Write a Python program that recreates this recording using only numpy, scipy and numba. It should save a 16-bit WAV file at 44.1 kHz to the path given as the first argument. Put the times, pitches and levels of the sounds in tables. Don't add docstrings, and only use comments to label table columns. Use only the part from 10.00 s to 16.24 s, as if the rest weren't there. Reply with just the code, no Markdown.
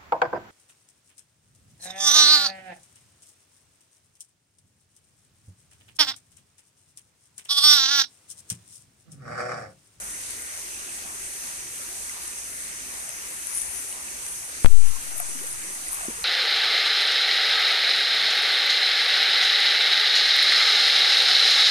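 import sys
import numpy as np
from scipy import signal
from scipy.fft import rfft, irfft, next_fast_len
from scipy.io import wavfile
from scipy.ndimage import uniform_filter1d
from numba import njit

SR = 44100
rng = np.random.default_rng(int(sys.argv[2]) if len(sys.argv) > 2 else 0)


def int16_out(signal):
    q = np.round(np.clip(np.atleast_2d(signal).T, -1, 1) * 32767)
    wavfile.write(sys.argv[1], SR, q.astype(np.int16))


N = 275245

# frequency_hz, left_db, right_db, common_share (0-1)
STREAM_SPECTRUM = [(25, -82.5, -76.5, 0.35), (53, -73.5, -75, 0.57), (96, -84, -81.5, 1),
                   (200, -82.5, -84, 0.85), (264, -83.5, -80, 0.94), (324, -81, -82, 1),
                   (475, -86, -84, 0.46), (1405, -77.5, -80, 0.62), (1960, -74, -82, 0.43),
                   (2680, -79, -81, 0.38), (3230, -85.5, -84.5, 0), (5415, -80.5, -79, 0),
                   (6170, -71.5, -69.5, 0.08), (7090, -76, -76, 0.05), (8630, -75.5, -66.5, 0.01),
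                   (9520, -67.5, -76.5, 0), (15330, -91.5, -90.5, 0.1)]
LEFT_LAG_S = 0.00034


def undb(db):
    return 10 ** (np.asarray(db) / 20)


def unit(x):
    return x / np.sqrt(np.mean(x ** 2))


def walk(rate_hz):
    hold = int(SR / rate_hz)
    steps = np.repeat(rng.standard_normal(N // hold + 1), hold)
    return unit(uniform_filter1d(uniform_filter1d(steps, hold), hold)[:N])


def lag(x, seconds):
    keep = np.exp(-1 / (SR * seconds))
    return signal.lfilter([1 - keep], [1, -keep], x)


@njit
def bandpass(x, centre_hz, width_hz):
    y, band, low = np.empty(len(x)), 0., 0.
    g, damping = np.tan(np.pi * centre_hz / SR), width_hz / centre_hz
    for i in range(len(x)):
        v = (band + g * (x[i] - low)) / (1 + g * (g + damping))
        band, low, y[i] = 2 * v - band, low + 2 * g * v, damping * v
    return y


def steep_band(x, centre_hz, width_hz):
    return bandpass(bandpass(x, centre_hz, width_hz), centre_hz, width_hz)


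def grains(per_s, spread_db):
    hit = rng.random(N) < per_s / SR
    return unit(hit * rng.standard_normal(N) * undb(spread_db * rng.exponential(1, N)))


def strokes(start, hold, db, rise_db_s, fall_db_s):
    t = np.arange(0, N, 64)[:, None] / SR
    below_db = rise_db_s * np.maximum(start - t, 0) + fall_db_s * np.maximum(t - start - hold, 0)
    gain = np.sqrt(undb(-2 * below_db) @ undb(2 * np.transpose(db))).T
    return uniform_filter1d(np.repeat(gain, 64, axis=-1), size=64)[..., :N]


def ports(x):
    hz = np.maximum(np.fft.rfftfreq(4096, 1 / SR), 1)
    table, out = np.array(STREAM_SPECTRUM), []
    for ear in range(2):
        db = np.interp(np.log(hz), np.log(table[:, 0]), table[:, 1 + ear]) + 10 * np.log10(SR / 2)
        cepstrum = irfft(np.log(undb(db)))
        cepstrum[1:2048] *= 2
        cepstrum[2049:] = 0
        out.append(signal.fftconvolve(x[ear], irfft(np.exp(rfft(cepstrum))))[:N])
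    return np.array(out)


def stream():
    # time_s, gain_db
    flow = [(0.0, -0.5), (1.8, -0.7), (2.8, -0.9), (3.7, -0.15), (4.7, -0.3), (6.24, 0.5)]
    size = next_fast_len(N)
    hz = np.maximum(np.fft.rfftfreq(size, 1 / SR), 1)
    table = np.array(STREAM_SPECTRUM)
    share = np.clip(np.interp(np.log(hz), np.log(table[:, 0]), table[:, 3]), 0, 1)
    bursts = [unit(rng.standard_normal(N) + 0.13 * grains(1500, spread_db=4.5)) for _ in range(3)]
    common, left, right = rfft(bursts, size)
    late = np.exp(-2j * np.pi * hz * LEFT_LAG_S)
    field = np.sqrt(share) * [common * late, common] + np.sqrt(1 - share) * [left, right]
    out, swell, neighbours = 0, walk(8.2), walk(13)
    for step in range(8, 29):
        band = np.cos(np.pi / 2 * np.clip(2 * np.log2(hz) - step, -1, 1)) ** 2
        restless = 1.0 if step < 21 else .6 if step < 25 else .45
        neighbours = 0.59 * neighbours + 0.5 * walk(11)
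        flicker_db = restless * (0.23 * swell + 0.18 * neighbours + 2.57 * walk(14))
        out = out + irfft(field * band, size)[:, :N] * undb(flicker_db)
    return ports(out * undb(np.interp(np.arange(N) / SR, *np.transpose(flow))))


def air_pockets(rows):
    out = np.zeros(N + SR)
    for start, db, hz, glide, t60 in rows:
        t = np.arange(int(t60 * SR)) / SR
        phase = 2 * np.pi * np.cumsum(hz * 2 ** (glide * t)) / SR
        envelope = 1000. ** (-t / t60) * np.minimum(t * hz, 1)
        out[int(start * SR):][:len(t)] += undb(db) * np.sin(phase) * envelope
    return np.array([undb(3) * np.roll(out[:N], int(LEFT_LAG_S * SR)), out[:N]])


def swarm(count, low_hz, high_hz, cycles, spread_db):
    when, smallness, loud = rng.random((count, 3)).T
    hz = low_hz * (high_hz / low_hz) ** smallness
    db = -spread_db * np.log(1 - loud)
    glide, t60 = 0.2 * hz / cycles, cycles / hz
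    return unit(air_pockets(zip(when * N / SR, db, hz, glide, t60)))


def bubbles():
    # start_s, level_db, pitch_hz, glide_octaves_per_s, t60_s
    plops = [(1.05, -41, 754, 7, .04), (1.097, -32, 1720, 12, .025), (1.1, -41, 2300, 8, 0.018),
             (1.238, -44, 2330, 3, 0.023), (1.293, -46, 2030, 6, .025), (1.604, -44, 2360, 6, .025),
             (2.018, -39, 2490, 8, .025), (2.095, -29, 2040, 0, 0.03), (2.792, -40, 1880, 6, .025),
             (3.206, -42, 2800, 6, .025), (3.4575, -40, 1730, 6, .025), (3.5244, -38, 2000, 8, .025),
             (5.160, -41, 647, 4, .04), (5.200, -30, 725, -4, 0.062), (5.201, -26.5, 1260, 6, 0.019),
             (5.1995, -28, 2300, 0.1, .008), (5.290, -48, 370, -2, .12), (5.350, -44, 259, 1, 0.3),
             (5.412, -40.5, 338, 21, 0.098), (5.438, -41.5, 480, -1, 0.082), (5.868, -31, 1950, 4, .035),
             (5.889, -32, 2050, 6, .03), (5.933, -34, 1100, 4, .04), (5.992, -38, 940, 10, .04),
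             (6.008, -36, 810, -7, 0.049), (6.031, -36, 723, -11, 0.049), (6.051, -35, 675, -4, 0.068),
             (6.0825, -27.5, 248, -7, 0.063), (6.083, -21, 342, -7, 0.026), (6.100, -36, 460, 2, 0.046),
             (6.185, -43, 454, 3, 0.1)]
    # start_s, hold_s, level_db
    splashes = [(5.2, .03, -49), (5.888, .03, -57), (5.947, .09, -41.5), (6.22, 0.061, -43)]
    stirring = strokes(*np.transpose(splashes), rise_db_s=160, fall_db_s=63)
    slosh = swarm(count=6000, low_hz=950, high_hz=2600, cycles=15, spread_db=1.5) * stirring
    gurgle = swarm(count=2200, low_hz=350, high_hz=2000, cycles=24, spread_db=1.5) * undb(-59)
    gurgle += swarm(count=2500, low_hz=1500, high_hz=5000, cycles=40, spread_db=1.9) * undb(-52)
    return air_pockets(plops) + slosh + gurgle


def spray():
    # start_s, hold_s, level_db, left_minus_right_db
    puffs = [(5.172, .012, -39.5, 10), (4.7, .012, -44, 7), (3.8, .03, -45, 9), (3.55, 0.057, -46, 9),
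             (3.71, 0.074, -47, 9), (5.468, .008, -43, 5), (5.922, 0.022, -39.5, 12), (1.4, .006, -54, 2)]
    start, hold, db, pan = np.transpose(puffs)
    gain = strokes(start, hold, db + np.array([pan, -pan]) / 2, rise_db_s=800, fall_db_s=350)
    droplets = [grains(9000, spread_db=0) for _ in range(2)]
    return gain * [unit(steep_band(ear, centre_hz=11560, width_hz=4500)) for ear in droplets]


def sack_rustle():
    # start_s, hold_s, level_db, left_minus_right_db
    rubs = [(3.48, .06, -41, 9), (3.554, 0.036, -31.5, 9), (3.613, 0.027, -40, 11), (3.65, .06, -39.5, 13),
            (3.74, 0.06, -41, 15), (3.84, .02, -46, 10), (3.888, 0.027, -38, 7), (4.288, 0.048, -36.5, 1),
            (4.44, .06, -42, 1), (4.86, .04, -46, 3), (5.075, 0.054, -39, -2), (5.18, .025, -36, 5),
            (5.294, 0.016, -36.5, 7), (5.456, 0.059, -37.5, -2), (5.728, 0.018, -39, 1),
            (5.86, .05, -41, -8), (5.925, 0.027, -33.5, 4), (6.03, 0.13, -44, 7)]
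    start, hold, db, pan = np.transpose(rubs)
    gain = strokes(start, hold, db + np.array([pan, -pan]) / 2, rise_db_s=330, fall_db_s=211)
    uneven = undb(1.8 * walk(200))
    slips = [grains(6000, spread_db=1.5) * uneven for _ in range(2)]
    sizzle = ports([steep_band(ear, centre_hz=9980, width_hz=3600) for ear in slips])
    return gain * [unit(ear) for ear in sizzle]


def ticks():
    # start_s, level_db, left_minus_right_db, pitch_hz, t60_s
    clear = [(0.3067, -20, 2.5, 9530, .012), (0.4214, -22, 4, 8620, .012), (2.2776, -18.5, 4, 9400, 0.014),
             (2.3859, -22, 3, 9890, .012), (3.0913, -20, 5, 9200, .012), (3.4703, -14, 9, 9700, 0.0067),
             (3.495, -20, 8, 9760, .01), (3.5, -23, 8, 10300, .008), (3.549, -11, 2, 10000, .007),
             (3.5664, -19, 8, 10400, .008), (3.5735, -11, 2, 9400, .007), (3.579, -19, 6, 9900, .01),
             (3.5844, -16, 6, 9500, .009), (3.6116, -16.5, 12, 9850, .007), (3.617, -14.5, 12, 9650, .008),
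             (3.6203, -19, 12, 9700, .008), (3.6324, -21, 8, 10100, .012), (3.6793, -24, 7, 9700, .01),
             (3.7496, -25, 6, 10200, .01), (3.767, -27, 7, 9800, .008), (3.791, -25, 7, 10000, .008),
             (3.826, -26, 7, 9600, .008), (3.927, -16, 4, 9710, .006), (4.6396, -22, 10, 10200, .007),
             (5.1775, -22, 12, 10060, 0.019), (5.1907, -21, 7, 10500, .004),
             (5.2009, -12.5, 12, 11300, 0.0043), (5.4699, -17, 5, 8390, .01),
             (5.5114, -20, 0.5, 9820, .012), (5.5276, -19.5, 4, 9750, .012), (5.8835, -16, -1, 9700, .012),
             (5.922, -24, 9, 9800, .01), (5.9305, -15, 7, 10200, .008), (5.9365, -19, 7, 9500, .005),
             (5.945, -15, 3, 9400, .006), (5.9845, -23, 3, 9800, .006), (6.109, -21, 5, 8500, .012)]
    faint = [(when * N / SR, -31 + 6 * loud, 5 * side, 8250 + 1650 * pitch, .01)
             for when, loud, side, pitch in rng.random((14, 4))]
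    t = np.arange(1200) / SR
    out = np.zeros((2, N + len(t)))
    for start, db, pan, hz, t60 in clear + faint:
        ring = np.sin(2 * np.pi * hz * np.array([[1], [.88]]) * t)
        band = signal.butter(2, [.86 * hz, 1.12 * hz], "band", fs=SR, output="sos")
        rough = signal.sosfilt(band, rng.standard_normal((2, len(t))))
        rise = np.sin(np.pi / 2 * np.minimum(t / (0.076 * t60), 1)) ** 2
        tick = (ring + rough) * rise * 1000. ** (-t / t60)
        at = int(start * SR)
        out[:, at:at + len(t)] += tick * undb([[db + pan / 2], [db - pan / 2]])
    return out[:, :N]


def finger():
    # time_s, pressure_full_scales (before venting)
    press = [(4.64661, 0), (4.64668, .72), (4.6469, 1.05), (4.6474, 1.3), (4.6505, 6.9), (4.6596, 8.2),
             (4.65996, 7.9), (4.65998, 4.9), (4.66015, 4.8), (4.66017, 18.4)]
    vent_s, recoil, recoil_s, rail = .0202, .23, .083, 6.02
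    landing, bounce = press[0][0], press[-1][0]
    t = np.arange(N) / SR
    push = lag(np.interp(t, *np.transpose(press)), seconds=.00002)
    thump = push - (1 + recoil) * lag(push, vent_s) + recoil * lag(push, recoil_s)
    thump -= lag(thump, seconds=.215)
    thump += .003 * (push - lag(push, seconds=.45))
    tremble = 1 + (0.039 * walk(70) + 0.067 * walk(180)) * (t > bounce + vent_s)
    from_bounce = np.abs(t - bounce)
    slide = (t > landing) * np.exp(-from_bounce / np.where(t < bounce, .0022, .0018))
    slide *= np.clip(from_bounce / .001 - .3, 0, 1)
    noise = rng.standard_normal(N)
    squeak = .75 * slide * unit(steep_band(noise, centre_hz=1900, width_hz=1900))
    hiss_level = np.clip((t - landing) / .004, 0, 1) * (t < bounce + .0015)
    hiss_level *= .07 + .1 * (t > bounce - .002)
    bright_hiss = hiss_level * unit(bandpass(noise, centre_hz=9800, width_hz=3000))
    return np.clip(thump * tremble, -rail, rail) + squeak + bright_hiss


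@njit
def limiter(x, threshold, slope, attack_s, release_s):
    attack, release = 1 - np.exp(-1 / (SR * attack_s)), 1 - np.exp(-1 / (SR * release_s))
    y, peak = np.empty(len(x)), 0.
    for i in range(len(x)):
        peak += (abs(x[i]) - peak) * (attack if abs(x[i]) > peak else release)
        y[i] = x[i] * (threshold / max(peak, threshold)) ** (1 - slope)
    return y


def scene():
    out = stream() + sack_rustle() + ticks() + bubbles() + spray()
    out[0] += finger()
    return out


def record(dry):
    held = [limiter(ear, threshold=.7, slope=.088, attack_s=.00012, release_s=.032) for ear in dry]
    top_cut = signal.ellip(12, .2, 85, 14300, fs=SR, output="sos")
    return signal.sosfilt(top_cut, np.clip(held, -1, 1))


dry = scene()
out = record(dry)
int16_out(out)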